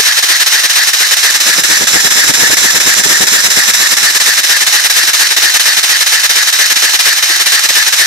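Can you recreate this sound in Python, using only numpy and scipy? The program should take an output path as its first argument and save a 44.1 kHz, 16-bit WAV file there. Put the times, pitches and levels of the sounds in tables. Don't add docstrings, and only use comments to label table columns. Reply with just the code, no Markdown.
import sys
import numpy as np
from scipy import signal
from scipy.fft import rfft, irfft
from scipy.io import wavfile
from scipy.ndimage import uniform_filter1d, minimum_filter1d, map_coordinates

SR = 44100
rng = np.random.default_rng(int(sys.argv[2]) if len(sys.argv) > 2 else 0)


def wav_record(signal):
    frames = np.transpose(np.atleast_2d(signal))
    bounded = np.clip(frames, -1, 1)
    quanta = np.round(bounded * 32767).astype(np.int16)
    wavfile.write(sys.argv[1], SR, quanta)


N = 355446
TIME = np.arange(N) / SR
WINDOW, HOP = 1024, 256
FRAMES = N // HOP + 5
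BINS = np.fft.rfftfreq(WINDOW, 1 / SR)


def amp(db):
    return 10 ** (np.asarray(db) / 20)


def unit(x):
    return x / np.sqrt(np.mean(x ** 2) + 1e-20)


def over_time(table):
    return np.interp(TIME, *np.transpose(table))


def over_hz(table):
    hz, *columns = np.transpose(table)
    return np.array([np.interp(np.log(BINS + 1), np.log(hz + 1), column) for column in columns])


def humps(modes):
    power = 0
    for hz, width_hz, db in modes:
        gain = amp(db) / (1 + (2 * (BINS - hz) / width_hz) ** 2)
        power = power + gain ** 2
    return np.sqrt(power)


def white_spectra():
    z = rng.standard_normal((FRAMES, len(BINS), 4)).T
    return z[:2] + 1j * z[2:]


def to_sound(spectra):
    sound = signal.istft(spectra, nperseg=WINDOW, noverlap=WINDOW - HOP)[1]
    return unit(sound[:, :N])


def eddies(rate_hz):
    hz = np.fft.rfftfreq(N, 1 / SR)
    spectrum = rfft(rng.standard_normal(N)) / (1 + (hz / rate_hz) ** 4)
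    return unit(irfft(spectrum, N))


# (time [s], speed [turns per minute])
FLYWHEEL_SPEED = [(0, 510.6), (0.7, 509.1), (2.5, 515.7), (3.3, 514.1), (4.3, 516.6), (5.4, 514.0),
                  (6.1, 518.3), (6.6, 514.9), (8.06, 515.9)]
START_SHARE = 0.0334


def crank():
    return START_SHARE + np.cumsum(over_time(FLYWHEEL_SPEED)) / (2 * 60 * SR)


def opening(cycle, opens, attack, hold, release):
    age = (cycle - opens) % 1
    rising = age / attack
    falling = (attack + hold + release - age) / release
    return np.clip(np.minimum(rising, falling), 0, 1)


# (opens at [cycles], attack [cycles], hold [cycles], release [cycles],
# jet hiss [dB], port ring [dB], whistle [dB])
VALVE_GUSTS = [(-.018, 0.029, 0.06, 0.021, -5.5, -8, -15.5), (0.236, 0.034, 0.12, 0.06, -4.5, -7.5, -15.5),
               (.555, 0.016, 0.026, 0.013, -8.5, -13.5, -18), (0.721, 0.047, 0.076, 0.053, -4.5, -7.5, -14)]
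GUST_SCATTER_DB, GUST_SLACK = 2.4, 0.21
SUPPLY_LEAK = (-.016, .012, 0.861, 0.136)
LEAK_DB, LEAK_SAG_DB, SEEP_DB = -12.5, -3, -18.5
LEAK_PORT_DB, LEAK_WHISTLE_DB = -1.5, -16.5
HOLLOW_WHISTLE = (0.328, 0.076, 0.174, 0.016)
WHISTLE_DB = -12.5


def flow(cycle):
    sag_db = LEAK_SAG_DB * ((cycle - SUPPLY_LEAK[0]) % 1)
    leak = amp(LEAK_DB + sag_db) * opening(cycle, *SUPPLY_LEAK)
    shares = amp([0, LEAK_PORT_DB, LEAK_WHISTLE_DB]) ** 2
    power = np.outer(shares, leak ** 2 + amp(SEEP_DB) ** 2)
    for opens, attack, hold, release, *levels_db in VALVE_GUSTS:
        chance = rng.standard_normal((int(cycle[-1]) + 3, 2))
        strength, late = chance[(cycle - opens + 1.5).astype(int)].T
        lift = opening(cycle - GUST_SLACK * attack * late, opens, attack, hold, release)
        power += np.outer(amp(levels_db), lift * amp(GUST_SCATTER_DB * strength)) ** 2
    power[2] += (amp(WHISTLE_DB) * opening(cycle, *HOLLOW_WHISTLE)) ** 2
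    return 10 * np.log10(power)


# (time [s], position [0 at the flywheel to 1 at the open side])
MIC_SWING = [(0, 0), (.7, 0), (1.3, 0.27), (1.7, 0.55), (2.1, 0.808), (2.6, 0.78), (3.3, 0.8), (3.8, 0.63),
             (4.2, 0.305), (4.8, 0.12), (5.4, 0.089), (7.5, 0.021), (8.06, 0.18)]
# (frequency [Hz], level [dB], left minus right [dB], likeness [0-1], left lead [rad])
FLYWHEEL_PATH = [(300.0, -2.5, 2.5, 0, -1.1), (1300.0, 0.0, 0.4, 0.57, 1), (1800.0, -0.2, 8, 0.75, -0.14),
                 (2140, 1, 0.4, 0.36, -1.8), (3000, -0.5, -1.3, 0.56, -0.24), (3520, 1.2, 3.4, 0.79, -4),
                 (4050, -0.4, 1.5, 0.58, -4.5), (4530, 0.9, -0.4, 0.62, -5.5), (5550, 0.3, -2, 0.6, -6.0),
                 (6500, -1.2, -11, 0.28, -5), (7420, -1, -3.1, 0.65, -10.5), (8850, -0.6, -3.5, 0.25, -11),
                 (10200.0, -0.4, -2.5, 0.35, -16.5), (11000.0, 1.2, 1, 0.66, -17),
                 (12100, -1, -4.5, 0.2, -14.5), (14200, -1.5, -3.1, 0.57, -20)]
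OPEN_SIDE_PATH = [(300.0, 2, -6, 0.05, 2), (1300.0, 1.4, 1, 0.74, 1.7), (1780, 2.5, 11, 0.97, -1.8),
                  (2190, 0.8, 2, 0.6, -1.7), (2900.0, -1, 0, 0.35, -3), (3500, -0.9, -2, 0.81, -5.5),
                  (3860, -0.7, -0.5, 0.23, -6.5), (4500, -3, -4, 0.25, -7.0), (5400.0, 6, -10, 0.65, -8.5),
                  (6500, 1.3, -11.5, 0.11, -7), (7260, 5, -0.8, 0.93, -14), (9000, 1.2, -3.5, 0.3, -16),
                  (10200.0, 1.2, -0.6, 0.11, -19.5), (11000.0, 1, -5, 0.29, -22.5),
                  (12000.0, 0.5, -5, 0.06, -19.2), (14400.0, 0.5, 0.5, 0.24, -14.5)]


def paths():
    swing = np.interp(np.arange(FRAMES) * HOP / SR, *np.transpose(MIC_SWING))
    near_flywheel = over_hz(FLYWHEEL_PATH)[..., None] * (1 - swing)
    near_open_side = over_hz(OPEN_SIDE_PATH)[..., None] * swing
    db, balance_db, likeness, lead = near_flywheel + near_open_side
    likeness = np.clip(likeness, 0, 1)
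    right = amp(db) / np.sqrt(1 + amp(balance_db) ** 2)
    left = right * amp(balance_db)
    return left, right * likeness * np.exp(-1j * lead), right * np.sqrt(1 - likeness ** 2)


def rush(colour, path):
    direct, scattered = white_spectra()
    left, right, right_scattered = path
    sides = np.array([left * direct, right * direct + right_scattered * scattered])
    return to_sound(colour[:, None] * sides)


def cylinder(drive, cycle_share, low_hz=1800, high_hz=5700, width_hz=700, top=0.17, spread=0.1333):
    from_top = (cycle_share - top + 0.25) % 0.5 - 0.25
    hz = low_hz + (high_hz - low_hz) * np.exp(-abs(from_top / spread) ** 6)
    carrier = np.exp(2j * np.pi * np.cumsum(hz) / SR)
    r = np.exp(-np.pi * width_hz / SR)
    ring = signal.lfilter([(1 - r) ** 2], [1, -2 * r, r * r], drive / carrier)
    return unit((carrier * ring).real)


# (frequency [Hz], spectral density [dB per Hz])
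JET_COLOUR = [(120.0, -56), (300.0, -36), (600.0, -10), (1100.0, -6.5), (1800.0, 2), (2600.0, -0.7),
              (3300.0, -0.15), (3800.0, -5.1), (4600.0, -13), (6000.0, 2), (7500.0, -3), (9500.0, -6),
              (12000.0, -7), (14500.0, -8)]
# (frequency [Hz], width [Hz], level [dB])
PORT_MODES = [(3957, 970, 0), (5234, 1160, -2), (6730, 1200, -5.5)]
# (frequency [Hz], width [Hz], level [dB])
HOLLOW_MODES = [(1802, 350, 1), (4500, 470, -6)]
# (frequency [Hz], spectral density [dB per Hz])
PUSH_COLOUR = [(60, -40), (120, -23), (190, -2.5), (450, 3.5), (900, -8), (1800, -5.5), (3000, -31)]


def air(cycle_share, jet_db, port_db, whistle_db, push_db=-14, choke_db=-6, lump_db=3):
    path = paths()
    jet_colour = amp(over_hz(JET_COLOUR)[0])
    ring = amp(-14) * cylinder(rush(jet_colour, path), cycle_share)
    jet = amp(jet_db) * (rush(jet_colour, path) + ring)
    ports = amp(port_db) * rush(humps(PORT_MODES), path)
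    whistle = amp(whistle_db) * rush(humps(HOLLOW_MODES), path)
    push_level_db = push_db + 3 * np.minimum(jet_db, choke_db) + lump_db * eddies(20)
    push = amp(push_level_db) * rush(amp(over_hz(PUSH_COLOUR)[0]), path)
    flutter = amp(0.9 * eddies(200))
    return (jet + ports + whistle + push) * flutter


# (time [share of the cycle], relative force [dB])
VALVE_KNOCKS = [(.036, -31), (0.301, -23), (0.346, -28.5), (.408, -28.5), (.585, -27.5), (0.809, -33.5)]
# (frequency [Hz], relative level [dB], t60 [s])
BLOCK_MODES = [(231, -36, 0.031), (351, -0.5, 0.079), (502, -0.5, 0.037), (745, -2, 0.036),
               (1050, 4, 0.025)]


def valve_gear(cycle):
    scatter_db, slack_s = 2.2, 0.0007
    share, force_db = np.transpose(VALVE_KNOCKS)
    due = (np.arange(int(cycle[-1]) + 1)[:, None] + share).ravel()
    times = np.interp(due[due < cycle[-1]], cycle, TIME)
    chance = rng.standard_normal((len(times), 2 + 2 * len(BLOCK_MODES)))
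    at = np.clip(np.round((times + slack_s * chance[:, 0]) * SR).astype(int), 0, N - 1)
    force = amp(np.resize(force_db, len(times)) + scatter_db * chance[:, 1])
    t = np.arange(SR // 4) / SR
    swell = 1 - np.exp(-t / 0.0022)
    out = np.zeros((2, N))
    for k, (hz, db, t60) in enumerate(BLOCK_MODES):
        grip = 0.22 + 0.5 * chance[:, 2 + 2 * k:4 + 2 * k].T
        blows = np.zeros((2, N))
        blows[:, at] = force * grip
        mode = swell * amp(db - 60 * t / t60) * np.sin(2 * np.pi * hz * t)
        out += signal.oaconvolve(blows, mode[None], axes=1)[:, :N]
    return out


# (delay at the flywheel [s], delay at the open side [s], gain [amplitude ratio])
WALL_ECHOES = [(.0024, 0.0023, 0.12), (.0049, 0.0063, -0.076), (.0074, .0066, .11), (.0089, .0101, 0.12)]


def walls(x):
    swing = over_time(MIC_SWING)
    out = x.copy()
    for flywheel_s, open_side_s, gain in WALL_ECHOES:
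        delay_s = flywheel_s + (open_side_s - flywheel_s) * swing
        sent = (TIME - delay_s) * SR
        out += gain * np.array([map_coordinates(side, [sent], order=3) for side in x])
    return out


PUFF_AT, PUFF_WIDTH = 0.31, 0.12
PUFF_DB, LULL_DB = -21.5, -38


def puffs(cycle, jet_db, gust_db=-26, wander_db=3.5):
    from_peak = (cycle - PUFF_AT + 0.25) % 0.5 - 0.25
    swell = amp(PUFF_DB) * np.exp(-(from_peak / PUFF_WIDTH) ** 2)
    gust = amp(jet_db + gust_db)
    lull = amp(LULL_DB + wander_db * eddies(15))
    return 10 * np.log10(swell ** 2 + gust ** 2 + lull ** 2)


# (start [s], relative peak [dB], left minus right [dB])
SQUARE_BUFFETS = [(1.582, -17, 16), (1.697, -17, 9), (1.808, -21, 4), (1.956, -10.5, 13),
                  (2.292, -11.5, 12), (2.373, -23, 7), (2.429, -13, 16), (2.497, -20.5, 19),
                  (2.87, -21, 13), (3.054, -12.5, 11), (3.215, -18, 18), (3.569, -20, 12), (4.675, -22, 1),
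                  (7.698, -19, -2)]
# (frequency [Hz], spectral density [dB per Hz])
WIND_COLOUR = [(20, -34), (50, -15), (85, -12), (170, -1), (350, 0), (600, -1.5), (1200, -7.5), (3000, -45)]


def draught(level_db, lump_db=3.0, lean_db=7, buffet_s=0.005, buffet_db=-7):
    sides = np.array([[0.5], [-0.5]])
    strength = amp(level_db + lump_db * eddies(60) + sides * lean_db - 6.5)
    for start_s, db, balance_db in SQUARE_BUFFETS:
        age = np.maximum(TIME - start_s, 0) / buffet_s
        pulse = age * np.exp(1 - np.minimum(age, 50))
        strength = strength + amp(db + buffet_db + sides * balance_db) * pulse
    return strength * to_sound(white_spectra() * amp(over_hz(WIND_COLOUR)).T)


# (time [s], relative level [dB])
DRAUGHT_STRENGTH = [(0, -30), (1.1, -29), (1.5, 2), (2.4, 3), (3.3, 3.5), (3.9, -1), (4.3, -9), (6.8, -26),
                    (8.06, -16)]


def scene():
    cycle = crank()
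    jet_db, port_db, whistle_db = flow(cycle)
    wind = draught(puffs(cycle, jet_db) + over_time(DRAUGHT_STRENGTH))
    engine = air(cycle % 1, jet_db, port_db, whistle_db) + valve_gear(cycle)
    return walls(engine) + wind


def bass_of(x):
    return signal.sosfiltfilt(signal.butter(3, 450, fs=SR, output="sos"), x, axis=1)


def record(dry):
    treble = dry - bass_of(dry)
    room_left = np.minimum(1, 1.02 / (abs(treble) + 1e-9))
    lowest = minimum_filter1d(room_left, size=11, axis=1)
    gain = uniform_filter1d(lowest, size=11, axis=1)
    excess = treble * (1 - gain)
    held = dry - (excess - bass_of(excess))
    low_pass = signal.firwin(511, 14650, window=("kaiser", 8), fs=SR)
    return signal.oaconvolve(held, low_pass[None], "same", axes=1)


dry = scene()
out = record(dry)
wav_record(out)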